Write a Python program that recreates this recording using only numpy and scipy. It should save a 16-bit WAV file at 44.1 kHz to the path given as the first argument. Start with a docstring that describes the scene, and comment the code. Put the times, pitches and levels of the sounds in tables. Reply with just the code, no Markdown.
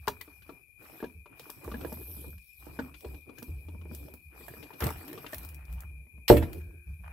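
"""Two quick knocks of a tool on trim come first, then busy hands at a wire stripper, close to a phone.
The place is the footwell of a parked vehicle at night. Bumps are rung resonances, ticks filtered snaps.
Sleeves and fingers are shaped noise; each shift of weight booms in two low cabin modes.
The tool drops on the floor panel, ringing its modes; a faint hum follows.
Outside, an insect's wing tones throb at a trill rate over still air and a far chorus, both noise."""
import sys
import numpy as np
from scipy import signal
from scipy.io import wavfile
from scipy.ndimage import uniform_filter1d

SR = 44100
rng = np.random.default_rng(int(sys.argv[2]) if len(sys.argv) > 2 else 0)


def pcm_store(signal):
    """Save signal as 16-bit PCM."""
    levels = np.round(np.clip(np.atleast_2d(signal), -1, 1) * 32767)
    wavfile.write(sys.argv[1], SR, levels.astype(np.int16).T)


N = 314300

# trim panels around the footwell: (f/Hz, width/Hz, level/dB); slips of the grip use f alone
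TRIM = [(200, 43, -23), (294.5, 69, -13.5), (405.7, 114, -1), (596, 70, -6), (775, 217, -3.5),
        (966, 18, -17.5)]
# left-right balance of the distant background: (f/Hz, level/dB)
AIR_PAN = [(60, 3.5), (180, 11.5), (550, -5), (1650, -0.5), (4970, 17), (15000, 22.5)]


def hand_strokes():
    """Palms and cloth rub dully and fingertips scrape, both with small slips on top."""
    # hands on wire, grip and cloth: (t/s at full level, hold/s, rubbing level/dB, scraping level/dB)
    stroke_rows = [(0.045, 0.29, -71, -66), (0.465, 0.097, -64.5, -66), (0.826, 0.24, -56.5, -60.5),
                   (1.322, 0.27, -64, -63.5), (1.639, 0.29, -46, -58), (1.98, 0.29, -52.5, -69),
                   (2.631, 0.27, -53, -61), (3.048, 0.097, -49.5, -65), (3.293, 0.26, -55.5, -69),
                   (3.626, 0.19, -60, -75), (3.846, 0.31, -56.5, -70.5), (4.337, .45, -56.5, -62),
                   (4.831, 0.04, -40, -38.5), (4.945, 0.46, -53.5, -56), (5.412, 0.43, -67, -61.5),
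                   (5.872, 0.79, -70, -105.5), (6.408, 0.077, -40, -53), (6.575, 0.15, -58.5, -92)]
    # palms and cloth, relative density: (f/Hz, level/dB per Hz)
    rub_shape = [(71, -32.5), (120, 13), (183, -15), (294, 8.5), (800, -13), (1040, -43), (1760, -120)]
    # fingertips on wire and grip, relative density: (f/Hz, level/dB per Hz)
    scrape_shape = [(290, -45), (500, -11.5), (701, 0), (1330, -3.5), (2580, -12), (2900, -11.5),
                    (3770, -35.5), (6380, -120)]
    # fingers close on the bare strands: (t/s, level/dB)
    pinch = [(7.02, -81.5), (7.045, -55), (7.13, -58)]
    start, hold, rub_db, scrape_db = np.transpose(stroke_rows)
    rise_s, fall_db_per_s = 0.059, 231
    palms = gestures(start, hold, rub_db, rise_s, fall_db_per_s)
    tips = gestures(start, hold, scrape_db, rise_s, fall_db_per_s)
    rub = noise(rub_shape, patchy_db=5.5, grain_db=1.5)
    scrape = noise(scrape_shape, patchy_db=3.0, grain_db=4.5)
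    rubbing = palms * (rub + amp(-20) * crackle())
    scraping = tips * (scrape + amp(-14) * crackle())
    return rubbing + scraping + stroke(pinch) * scrape


def crackle():
    """Sparse small slips of grip and wire, each landing on one mode of the trim."""
    slips_per_s = 90
    size = amp(3.6 * np.minimum(rng.exponential(1, N), 3))
    slips = size * (rng.random(N) < slips_per_s / SR)
    spot = rng.integers(0, len(TRIM), N)
    rung = 0
    for k, (hz, _, _) in enumerate(TRIM):
        rung = rung + resonate(resonate(slips * (spot == k), hz, 690), hz, 236)
    return evened(rung)


def sleeve_brushes():
    """Brushing cloth is bright noise; one swish is the same noise through a narrow bright band."""
    # brushes of the sleeve: (t/s at full level, hold/s, level/dB)
    brush_rows = [(0.028, 0.49, -65), (0.834, 0.19, -58), (1.404, 0.16, -57.5), (1.66, 0.59, -56),
                  (2.428, 0.12, -66.5), (2.604, 0.24, -59.5), (2.986, 0.17, -61), (3.387, .1, -60.5),
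                  (3.61, 0.22, -70.5), (3.94, 0.048, -55.5), (4.043, 0.26, -73), (4.396, 0.18, -56),
                  (4.636, .12, -66), (4.833, 0.033, -44.5), (5, 0.41, -56.5), (5.44, 0.049, -66),
                  (5.705, 0.096, -67), (6.42, 0.17, -62.5), (6.877, 0.23, -76)]
    # cloth hiss, relative density: (f/Hz, level/dB per Hz)
    hiss_shape = [(1650, -52), (2800, -20), (4120, -18), (4500, -20), (5280, -16.5), (6920, -27),
                  (8420, -11.5), (9130, -54), (9740, -18.5), (12400, -6.5), (16000, -19)]
    # the narrow bright swish: (t/s, level/dB)
    swish_gain = [(1.75, -69), (1.9, -54.5), (2.15, -49.5), (2.3, -56), (2.4, -71)]
    hiss = noise(hiss_shape, patchy_db=3.5, grain_db=1.5)
    swish = evened(resonate(resonate(hiss, 12800, 1900), 10300, 2800))
    brushing = gestures(*np.transpose(brush_rows), rise=0.077, fall_db_per_s=102)
    return brushing * sides(4.4)[:, None] * hiss + stroke(swish_gain) * swish


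def bumps():
    """A scuffing contact of some milliseconds rings the struck part, the trim behind it, a thump and an edge."""
    # bumps on trim and tool: (t/s, level/dB, ring f/Hz, upper ring f/Hz, upper ring level/dB re bump,
    # edge level/dB re bump, left-right level/dB, contact/s)
    bump_rows = [(0.077, -13, 883, 1410, -13, -26, 5, 0.0077),
                 (0.086, -20, 861, 1170, -16, -22, 2.5, 0.0071),
                 (0.21, -45, 1020, 2000, 2.5, 6.5, 9, 0.011),
                 (0.278, -40.5, 301, 1200, -12, -24, 4, 0.0088),
                 (0.421, -65, 385, 1540, 5, 15, -2.5, 0.012),
                 (0.493, -33, 325, 1170, -9.5, -16.5, 5.5, 0.012),
                 (0.838, -47, 293, 1320, -20, -16, -3, 0.0082),
                 (1.003, -38.5, 416, 1630, -6, -5, 5, 0.0052), (1.027, -21, 292, 1100, -33, -43, 1, 0.01),
                 (1.041, -27, 382, 1610, -14, -15, 7, 0.0081), (1.259, -39, 960, 1230, -18, -14, 4, 0.011),
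                 (1.399, -41.5, 480, 1250, -31, -3, -7, 0.011),
                 (1.466, -41, 317, 1160, -19, -17, -3, 0.0086),
                 (1.497, -34, 925, 1090, -34, -14, 7, 0.0058),
                 (1.647, -41, 240, 1070, 0.5, -30, -4, 0.0061),
                 (1.678, -24.5, 316, 1130, -41, -39, -2, 0.0042),
                 (1.716, -31, 206, 1170, -7.5, -7, 2.5, 0.0084),
                 (1.742, -26, 229, 1640, -11.5, -15, 3, 0.006),
                 (1.811, -39.5, 218, 1430, -10, -2.5, 3, 0.012),
                 (1.848, -21.5, 340, 1640, -17, -19, -5.5, 0.0062),
                 (1.922, -27.5, 229, 1280, -26, -35, 2, 0.01), (2.013, -42, 374, 1670, -18, -27, 0, 0.0061),
                 (2.166, -44.5, 218, 1200, -26, -20, -12, 0.0071),
                 (2.243, -37.5, 380, 1220, -14, -34, 1, 0.0071),
                 (2.329, -52, 210, 1430, -3.5, -18, -8, 0.011),
                 (2.668, -35.5, 352, 1210, -23, -35, -10, 0.0082),
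                 (2.79, -20, 256, 1536, -8.5, -20, 3, 0.016),
                 (2.942, -55.5, 288, 1450, -6, 12.5, 8.5, 0.014),
                 (3.047, -28.5, 338, 1210, -25, -13, 3, 0.0073),
                 (3.145, -42.5, 270, 1550, -19, -4, 6, 0.008), (3.294, -36, 270, 1040, -16, -14, 6, 0.0088),
                 (3.38, -46, 369, 1600, -2, -4, 4.0, 0.013),
                 (3.424, -32.5, 253, 1180, -15.5, -19, -6, 0.0071),
                 (3.685, -40.5, 334, 1100, -39, -11, 12, 0.0085),
                 (3.748, -40.5, 183, 1210, -38, -34, 16, 0.0041),
                 (3.814, -47, 189, 1080, -9, -6, 13, 0.0071), (3.855, -39, 351, 1490, -22, -37, -1, 0.0079),
                 (3.913, -35, 223, 1450, -20, -25, 7.5, 0.0054),
                 (4.083, -43, 597, 1210, -16, -11, -9, 0.006),
                 (4.137, -42.5, 236, 1250, -18, -25, -7, 0.0064),
                 (4.409, -39, 300, 1960, -16, -33, 4, 0.0075),
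                 (4.482, -38, 676, 1680, -6, -20, -10, 0.0067),
                 (4.538, -37, 386, 1790, -9, -27, -4, 0.0042),
                 (4.568, -42, 250, 1150, -7, -21, -4.0, 0.0088), (4.628, -38, 313, 1650, -31, -2, 8, 0.013),
                 (4.705, -37.5, 910, 1790, -18, -18, 8, 0.0094),
                 (4.734, -40.5, 283, 1180, -19, -5, 7, 0.015), (4.808, -32.5, 567, 1640, -5, -7, 11, 0.013),
                 (4.821, -25.5, 300, 1170, -8.5, -6, -8, 0.0071),
                 (4.837, -22, 224, 1970, -14, -13, 10, 0.0046),
                 (4.853, -45, 238, 1640, -6, -11, -3, 0.0071), (4.867, -27, 670, 1160, -12, -15, -13, 0.01),
                 (4.88, -26, 1040, 1300, -21, -23, 5, 0.0089),
                 (4.893, -35, 367, 1130, -12, -27, 3.5, 0.0061),
                 (4.905, -27, 940, 1110, -13, -22, 10, 0.0061),
                 (5.082, -37.5, 280, 1060, -21, -15, 3, 0.0089),
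                 (5.129, -35, 385, 1820, -14, -14, -4, 0.014), (5.177, -35, 350, 1140, -9, -4.5, 2, 0.011),
                 (5.245, -30, 1030, 1240, -18, -19, 5, 0.0046),
                 (5.265, -48.5, 290, 1930, -4, 17.5, 6, 0.0061),
                 (5.331, -29.5, 537, 1770, -3.5, -9, 0, 0.01),
                 (6.068, -53, 245, 2220, -9.5, -23, 1, 0.0062),
                 (6.18, -48.5, 228, 2200, -15.5, -30, 8, 0.0071),
                 (6.369, -18, 313, 1220, -27, -10, 6, 0.0052),
                 (6.425, -21.5, 256, 1940, -25, -15, 1, 0.011)]
    touch, trim_db, thump_db = 2.22, -10.5, -13.5  # touch: height of the first sharp pulse
    out, t = np.zeros((2, N)), np.arange(SR // 12) / SR
    for s, db, hz, upper_hz, upper_db, edge_db, pan_db, contact in bump_rows:
        u = t / max(contact, .0005)
        scuff = rng.standard_normal((3, len(t))) * np.minimum(t / 0.0018, 1) * np.exp(-u ** 2)
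        scuff[:, :12] += touch * np.hanning(12)  # the first touch is sharp
        part = 0.46 * ring(scuff, hz, 30 + 0.15 * hz) + amp(upper_db) * ring(scuff, upper_hz, 160)
        panels = sum(amp(gain_db) * ring(scuff, f, w) for f, w, gain_db in TRIM)
        thump = np.sin(2 * np.pi * 95 * t) * np.minimum(t / 0.0023, 1)
        thump = thump * amp(thump_db - 60 * t / 0.025)
        edge = amp(edge_db) * ring(scuff, 2530, 1900)
        sound = part + amp(trim_db) * panels + thump + edge
        add(out, s, amp(db) * sides(pan_db)[:, None] * sound)
    return out


def ticks():
    """Jaws and strands snap bright and without ring, lifted by the microphone's treble peak."""
    # dry ticks: (t/s, level/dB, lower treble level/dB re tick, left-right level/dB)
    tick_rows = [(0.0724, -36, -4, 14), (0.081, -25.5, 1, 14.5), (0.2129, -33, -12, 15),
                 (0.8278, -51, -23, 17), (1.396, -34, -4.5, 3), (1.501, -28, -9.5, 5.5),
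                 (1.6437, -38, -32, -8), (1.927, -31.5, -32, -8), (2.381, -47.5, -4, -2),
                 (3.0074, -42, -8, 8), (3.385, -38, -3, 5), (3.4276, -32, -9, -8), (3.9492, -28, -35, 3),
                 (4.139, -35, -22.5, -8), (4.4832, -34, -18, -3), (4.8053, -22, -6.5, -4),
                 (4.8417, -21, -9.5, 4), (4.8678, -24.5, -7, 7), (4.905, -27.5, -28, -3),
                 (5.08, -35, -10, 10), (5.1305, -36, -8.5, 13), (5.3246, -34, -26, 13),
                 (5.334, -30, -14, 7), (5.345, -21, -17, 0), (5.3822, -27, -44, 3), (5.4321, -34.5, -25, 0),
                 (5.449, -34, -25, 14), (5.4892, -35.5, -26, 12), (5.5454, -36.5, -21, 6),
                 (5.6527, -47.5, -11, 16), (5.7268, -45.5, -14, 21), (5.736, -49, -20, 16),
                 (5.8057, -33.5, -27, 11), (6.2815, -20, 4, 0), (6.3729, -40, -17, 3.5),
                 (6.5312, -32, -8, 5)]
    decay_s = 0.0028  # fall by a factor e
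    out, t = np.zeros((2, N)), np.arange(SR // 25) / SR
    for s, db, lower_db, pan_db in tick_rows:
        snap = rng.standard_normal((2, len(t))) * np.exp(-t / decay_s)
        snap = snap[0] + 4.2 * snap  # partly alike at the two ports
        top = resonate(resonate(snap, 18000, 8100), 12500, 6000)
        lower = resonate(resonate(snap, 3800, 7100), 3800, 7100)
        sound = top / abs(top).max() + amp(lower_db) * lower / abs(lower).max()
        add(out, s, amp(db) * sides(pan_db)[:, None] * sound)
    return out


def drop():
    """Each landing rings and thuds the floor panel while the tool's loose parts rattle."""
    # the dropped tool lands and rocks: (t/s, relative level/dB)
    landings = [(6.3009, 6.5), (6.314, -13), (6.328, -4.5), (6.339, -12.5)]
    # floor panel modes: (f/Hz, mean relative level/dB, t60/s)
    panel_modes = [(71, -5, 0.36), (121.2, -4.5, 0.34), (285.6, -5.5, 0.24), (324.9, -5, 0.4),
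                   (352, -26, 1.2), (362.6, 4.5, 0.095), (464.7, -1.5, 0.25), (507, -11, 0.2),
                   (583, -2, 0.19), (688, -23, 0.44), (862, -6.5, 0.072), (900, -23, 0.2),
                   (1260, -20, 0.061)]
    # dense small panel modes, relative density: (f/Hz, level/dB per Hz)
    thud_shape = [(120, -32), (200, -14), (364, 10), (616, 3), (1160, -26), (1860, -22.5), (3500, -48.5),
                  (4550, -66), (7700, -120)]
    # gain of the rattling parts: (t/s, level/dB)
    clatter = [(6.28, -25), (6.301, -24), (6.359, -45), (6.373, -31.5), (6.4, -55), (6.43, -43), (6.5, -75),
               (6.62, -63)]
    # loose parts, relative density: (f/Hz, level/dB per Hz)
    rattle_shape = [(350, -44), (700, -4.5), (1300, 0.5), (2240, -2.5), (2720, -6), (3210, -8.5),
                    (4650, -16), (9360, -20.5), (12300, -10.5), (16000, -22.5)]
    out, t = np.zeros((2, N)), np.arange(SR) / SR
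    hz, db, t60 = np.transpose(panel_modes)[:, :, None]
    for s, blow_db in landings:
        spot_db = 1.28 * rng.standard_normal((len(panel_modes), 1))  # each landing strikes another spot
        modes = (amp(db + spot_db - 60 * t / t60) * np.sin(2 * np.pi * hz * t)).sum(0)
        modes = modes * np.minimum(t / 0.00051, 1)
        add(out, s, -amp(blow_db - 4.0) * sides(-1.5)[:, None] * modes / abs(modes).max())
        thud = noise(thud_shape, patchy_db=-3, grain_db=0.0, size=SR)
        add(out, s, amp(blow_db - 14.5 - 60 * t / 0.14) * thud)
    rattle = np.zeros((2, N))
    add(rattle, clatter[0][0], noise(rattle_shape, patchy_db=-6.0, grain_db=1.0, size=SR // 2))
    return out + stroke(clatter) * rattle


def weight_shifts():
    """Shifts of weight set the cabin air and seat booming in low, wandering tones."""
    # shifts of weight: (t/s at full level, hold/s, level/dB)
    shift_rows = [(0.0, 0.036, -48), (0.14, 0.3, -62.5), (0.467, 0.023, -63), (0.817, 0.039, -67),
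                  (1.02, 0.043, -62.5), (1.153, 0.045, -48.5), (1.66, 0.12, -42), (1.823, 0.55, -46.5),
                  (2.594, 0.37, -52.5), (3.061, 0.083, -42.5), (3.22, 0.084, -61), (3.489, 0.089, -37.5),
                  (3.659, 0.37, -43.5), (4.115, 0.04, -54), (4.26, 0.023, -49), (4.358, 0.28, -56.5),
                  (4.828, 0.0058, -26), (4.888, .11, -45.5), (5.36, 0.28, -45), (5.691, 0.088, -36.5),
                  (5.847, 0.17, -44), (6.144, 0.077, -47), (6.425, .04, -30.5), (6.55, 0.14, -41),
                  (6.748, 0.043, -48), (6.875, .06, -38.5), (7, 0.12, -45)]
    # cabin air and seat: (f/Hz, wander scale f/Hz, relative level/dB)
    boom_modes = [(70.1, 10.06, -2), (157, 14, -18)]
    weight = gestures(*np.transpose(shift_rows), rise=0.02, fall_db_per_s=299.5)
    boom = 0
    for hz, wander_hz, db in boom_modes:
        boom = boom + amp(db) * tone(hz, wander_hz, flutter_db=1.0, size=900, channels=1)
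    return weight * evened(boom)


def creak():
    """Wire dragged through the grip: uneven slips whose ring rises as the wire pulls tight."""
    # the creak: (t/s, length/s, from f/Hz, to f/Hz, level/dB before its uneven swell)
    creak_row = (5.04, 0.14, 240, 400, -49)
    s, length, from_hz, to_hz, db = creak_row
    u, out = np.linspace(0, 1, round(length * SR)), np.zeros((2, N))
    rough = evened(resonate(resonate(rng.standard_normal(SR // 4), 37, 79), 40, 90))[:len(u)]
    turns = np.cumsum(from_hz + (to_hz - from_hz) * u) / SR
    swell = abs(np.sin(np.pi * u)) ** 0.44 * (0.99 + rough)
    sound = amp(db) * swell * np.sin(2 * np.pi * turns)
    add(out, s, sound[None] * np.ones((2, 1)))
    return out


def hum():
    """A faint fuzzy hum near 1.5 kHz after the fall: noise in a narrow band."""
    # gain of the hum: (t/s, level/dB)
    hum_gain = [(6.55, -95), (6.63, -70.5), (6.95, -79), (7.05, -99.5)]
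    fuzz = resonate(resonate(rng.standard_normal((2, N)), 1580, 260), 1560, 260)
    return stroke(hum_gain) * evened(fuzz)


def cabin(x):
    """The cabin's tail: sparse taps of random sign, each band dying at its own speed."""
    # decay of the cabin: (f/Hz, t60/s)
    cabin_t60 = [(100, 0.42), (400, 0.055), (1500, 0.076), (6000, 0.12), (14000, 0.16)]
    taps = np.zeros((2, SR // 2))
    at = np.arange(120, SR // 2 - 20, 20)
    at = at + rng.integers(0, 20, (2, len(at)))
    np.put_along_axis(taps, at, rng.choice([-1., 1.], at.shape), 1)
    hz, t, z = signal.stft(taps, SR, nperseg=256)
    decay = amp(-60 * t / read(cabin_t60, hz)[:, None])
    tail = signal.istft(z * decay, SR, nperseg=256)[1]
    tail = tail + 0.57 * tail[::-1]  # each port also hears the other's taps
    return signal.fftconvolve(x.mean(0)[None], tail / np.linalg.norm(tail[0]), axes=1)[:, :N]


def insect():
    """Wing tones of an insect outside throb at the trill rate, unalike at the two ports."""
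    # wing tones: (f/Hz, wander scale f/Hz, level/dB before pan and flutter)
    wings = [(2437, 12, -64), (2388, 7.1, -70), (2420, 11.5, -68), (2538, 26, -73), (2300, 18, -75.5)]
    trill_hz, trill_depth, pan_db = 131.6, 0.082, 14
    out = 0
    for hz, wander_hz, db in wings:
        out = out + amp(db) * tone(hz, wander_hz, flutter_db=2.5, size=1300, channels=2)
    throb = 1 + trill_depth * np.cos(2 * np.pi * trill_hz * np.arange(N) / SR)
    return sides(pan_db)[:, None] * out * throb


def far_chorus():
    """Far insects blend into a steady bright noise."""
    # far insect chorus, relative density: (f/Hz, level/dB per Hz)
    night_shape = [(1760, -70.5), (3000, -31.5), (3240, -22), (5710, -24), (7250, -18), (8000, -27.5),
                   (9600, -3.5), (13200, -7), (16000, -52.5)]
    return amp(-69) * noise(night_shape, patchy_db=1.2, grain_db=1.2, pan=AIR_PAN)


def still_air():
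    """Still air is a quiet noise, strongest in the bass."""
    # still air, relative density: (f/Hz, level/dB per Hz)
    air_shape = [(15, -25.5), (25, 8), (84, -7), (175, -20.5), (230, -45.5), (357, -32), (2000, -53),
                 (2600, -86), (4400, -120)]
    return amp(-65.5) * noise(air_shape, patchy_db=2.0, grain_db=-2.5, pan=AIR_PAN)


def noise(shape, patchy_db, grain_db, pan=((1, 0), (2, 0)), size=N):
    """Two-channel noise of a given spectrum and unit RMS, in drifting patches and fine grains."""
    # likeness of the two microphone ports: (f/Hz, correlation)
    likeness = [(60, 0.32), (180, 1), (550, 0.13), (1650, 0.019), (4970, 0.025), (15000, 0.38)]
    frames, hz = size // 256 + 5, np.fft.rfftfreq(1024, 1 / SR)
    a, b, c, d, patches = rng.standard_normal((frames, 513, 5)).T
    patches = uniform_filter1d(uniform_filter1d(patches, size=14, axis=0), size=8, axis=1)
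    patches = evened(patches)
    same = np.clip(read(likeness, hz), -1, 1)[:, None]
    left = a + 1j * b
    right = same * left + np.sqrt(1 - same ** 2) * (c + 1j * d)
    z = np.array([left, right])
    z *= amp(read(shape, hz)[:, None] + patchy_db * patches) * sides(read(pan, hz))[:, :, None]
    grains = evened(uniform_filter1d(rng.standard_normal(size), size=130))
    sound = signal.istft(z, nperseg=1024, noverlap=768)[1][:, :size]
    return evened(sound * amp(grain_db * grains))


def tone(hz, wander_hz, flutter_db, size, channels):
    """A sine that wanders in pitch and level; size is the smoothing of both in samples."""
    pitch = evened(uniform_filter1d(rng.standard_normal((channels, N)), size=size))
    level = evened(uniform_filter1d(rng.standard_normal((channels, N)), size=size))
    pitch_hz = hz + 1.7 * wander_hz * np.tanh(pitch)
    return amp(flutter_db * level) * np.sin(2 * np.pi * np.cumsum(pitch_hz, axis=1) / SR)


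def ring(drive, hz, width):
    """One mode rung to peak 1; the ports hear high modes less alike."""
    apart = min(hz / 1500, 1)
    ports = np.sqrt(1 - apart ** 2) * drive[0] + apart * drive[1:]
    mode = resonate(resonate(ports, hz, 3 * width), hz, width)
    return mode / abs(mode).max()


def resonate(x, hz, width):
    """A one-pole complex resonance with a gain of about 1 at its centre."""
    r = np.exp(-np.pi * width / SR)
    return 2 * signal.lfilter([1 - r], [1, -r * np.exp(2j * np.pi * hz / SR)], x).real


def gestures(start, hold, db, rise, fall_db_per_s):
    """Gain of a row of gestures: each rises up to its start, holds, then fades at a steady rate."""
    t, out = np.arange(0, N, 32) / SR, 0
    for s, h, level_db in zip(start, hold, db):
        onset = np.clip((t - s) / rise + 1, 0, 1) ** 2
        out = out + onset * amp(level_db - fall_db_per_s * np.maximum(t - s - h, 0))
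    return np.interp(np.arange(N) / SR, t, out)


def stroke(points):
    """Gain of a passing sound, inaudible outside its rows."""
    s, db = np.transpose(points)
    return amp(np.interp(np.arange(N) / SR, s, db, left=-200, right=-200))


def amp(db):
    """Amplitude factor of a level in dB."""
    return 10 ** (np.asarray(db) / 20)


def evened(x):
    """The signal scaled to unit RMS."""
    return x / np.sqrt(np.mean(x ** 2) + 1e-20)


def read(points, hz):
    """A curve read between its points on a log frequency axis."""
    f, value = np.transpose(points)
    return np.interp(np.log(hz + 1), np.log(f + 1), value)


def sides(pan_db):
    """Left and right gains, their difference being pan_db."""
    return amp(np.multiply.outer([.5, -.5], pan_db))


def add(mix, s, sound):
    """Lay a sound into the mix from s seconds, cut off at its end."""
    part = mix[:, round(s * SR):][:, :sound.shape[1]]
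    part += sound[:, :part.shape[1]]


def scene():
    """Hits with the cabin's tail, over motion, insects and still air."""
    hits = bumps() + ticks() + drop()
    motion = hand_strokes() + sleeve_brushes() + weight_shifts() + creak()
    background = hum() + insect() + far_chorus() + still_air()
    return hits + amp(-3.5) * cabin(hits) + motion + background


def record(dry):
    """Low cut of the microphone, soft overload of loud peaks, then the band limit."""
    ceiling, edge_hz = .9, 15800
    cut = signal.sosfilt(signal.butter(3, 45, "high", fs=SR, output="sos"), dry)
    squeezed = ceiling * np.tanh(cut / ceiling)
    band_limit = signal.firwin(511, edge_hz, window=("kaiser", 9), fs=SR)
    return signal.oaconvolve(squeezed, band_limit[None], "same")


dry = scene()
out = record(dry)
pcm_store(out)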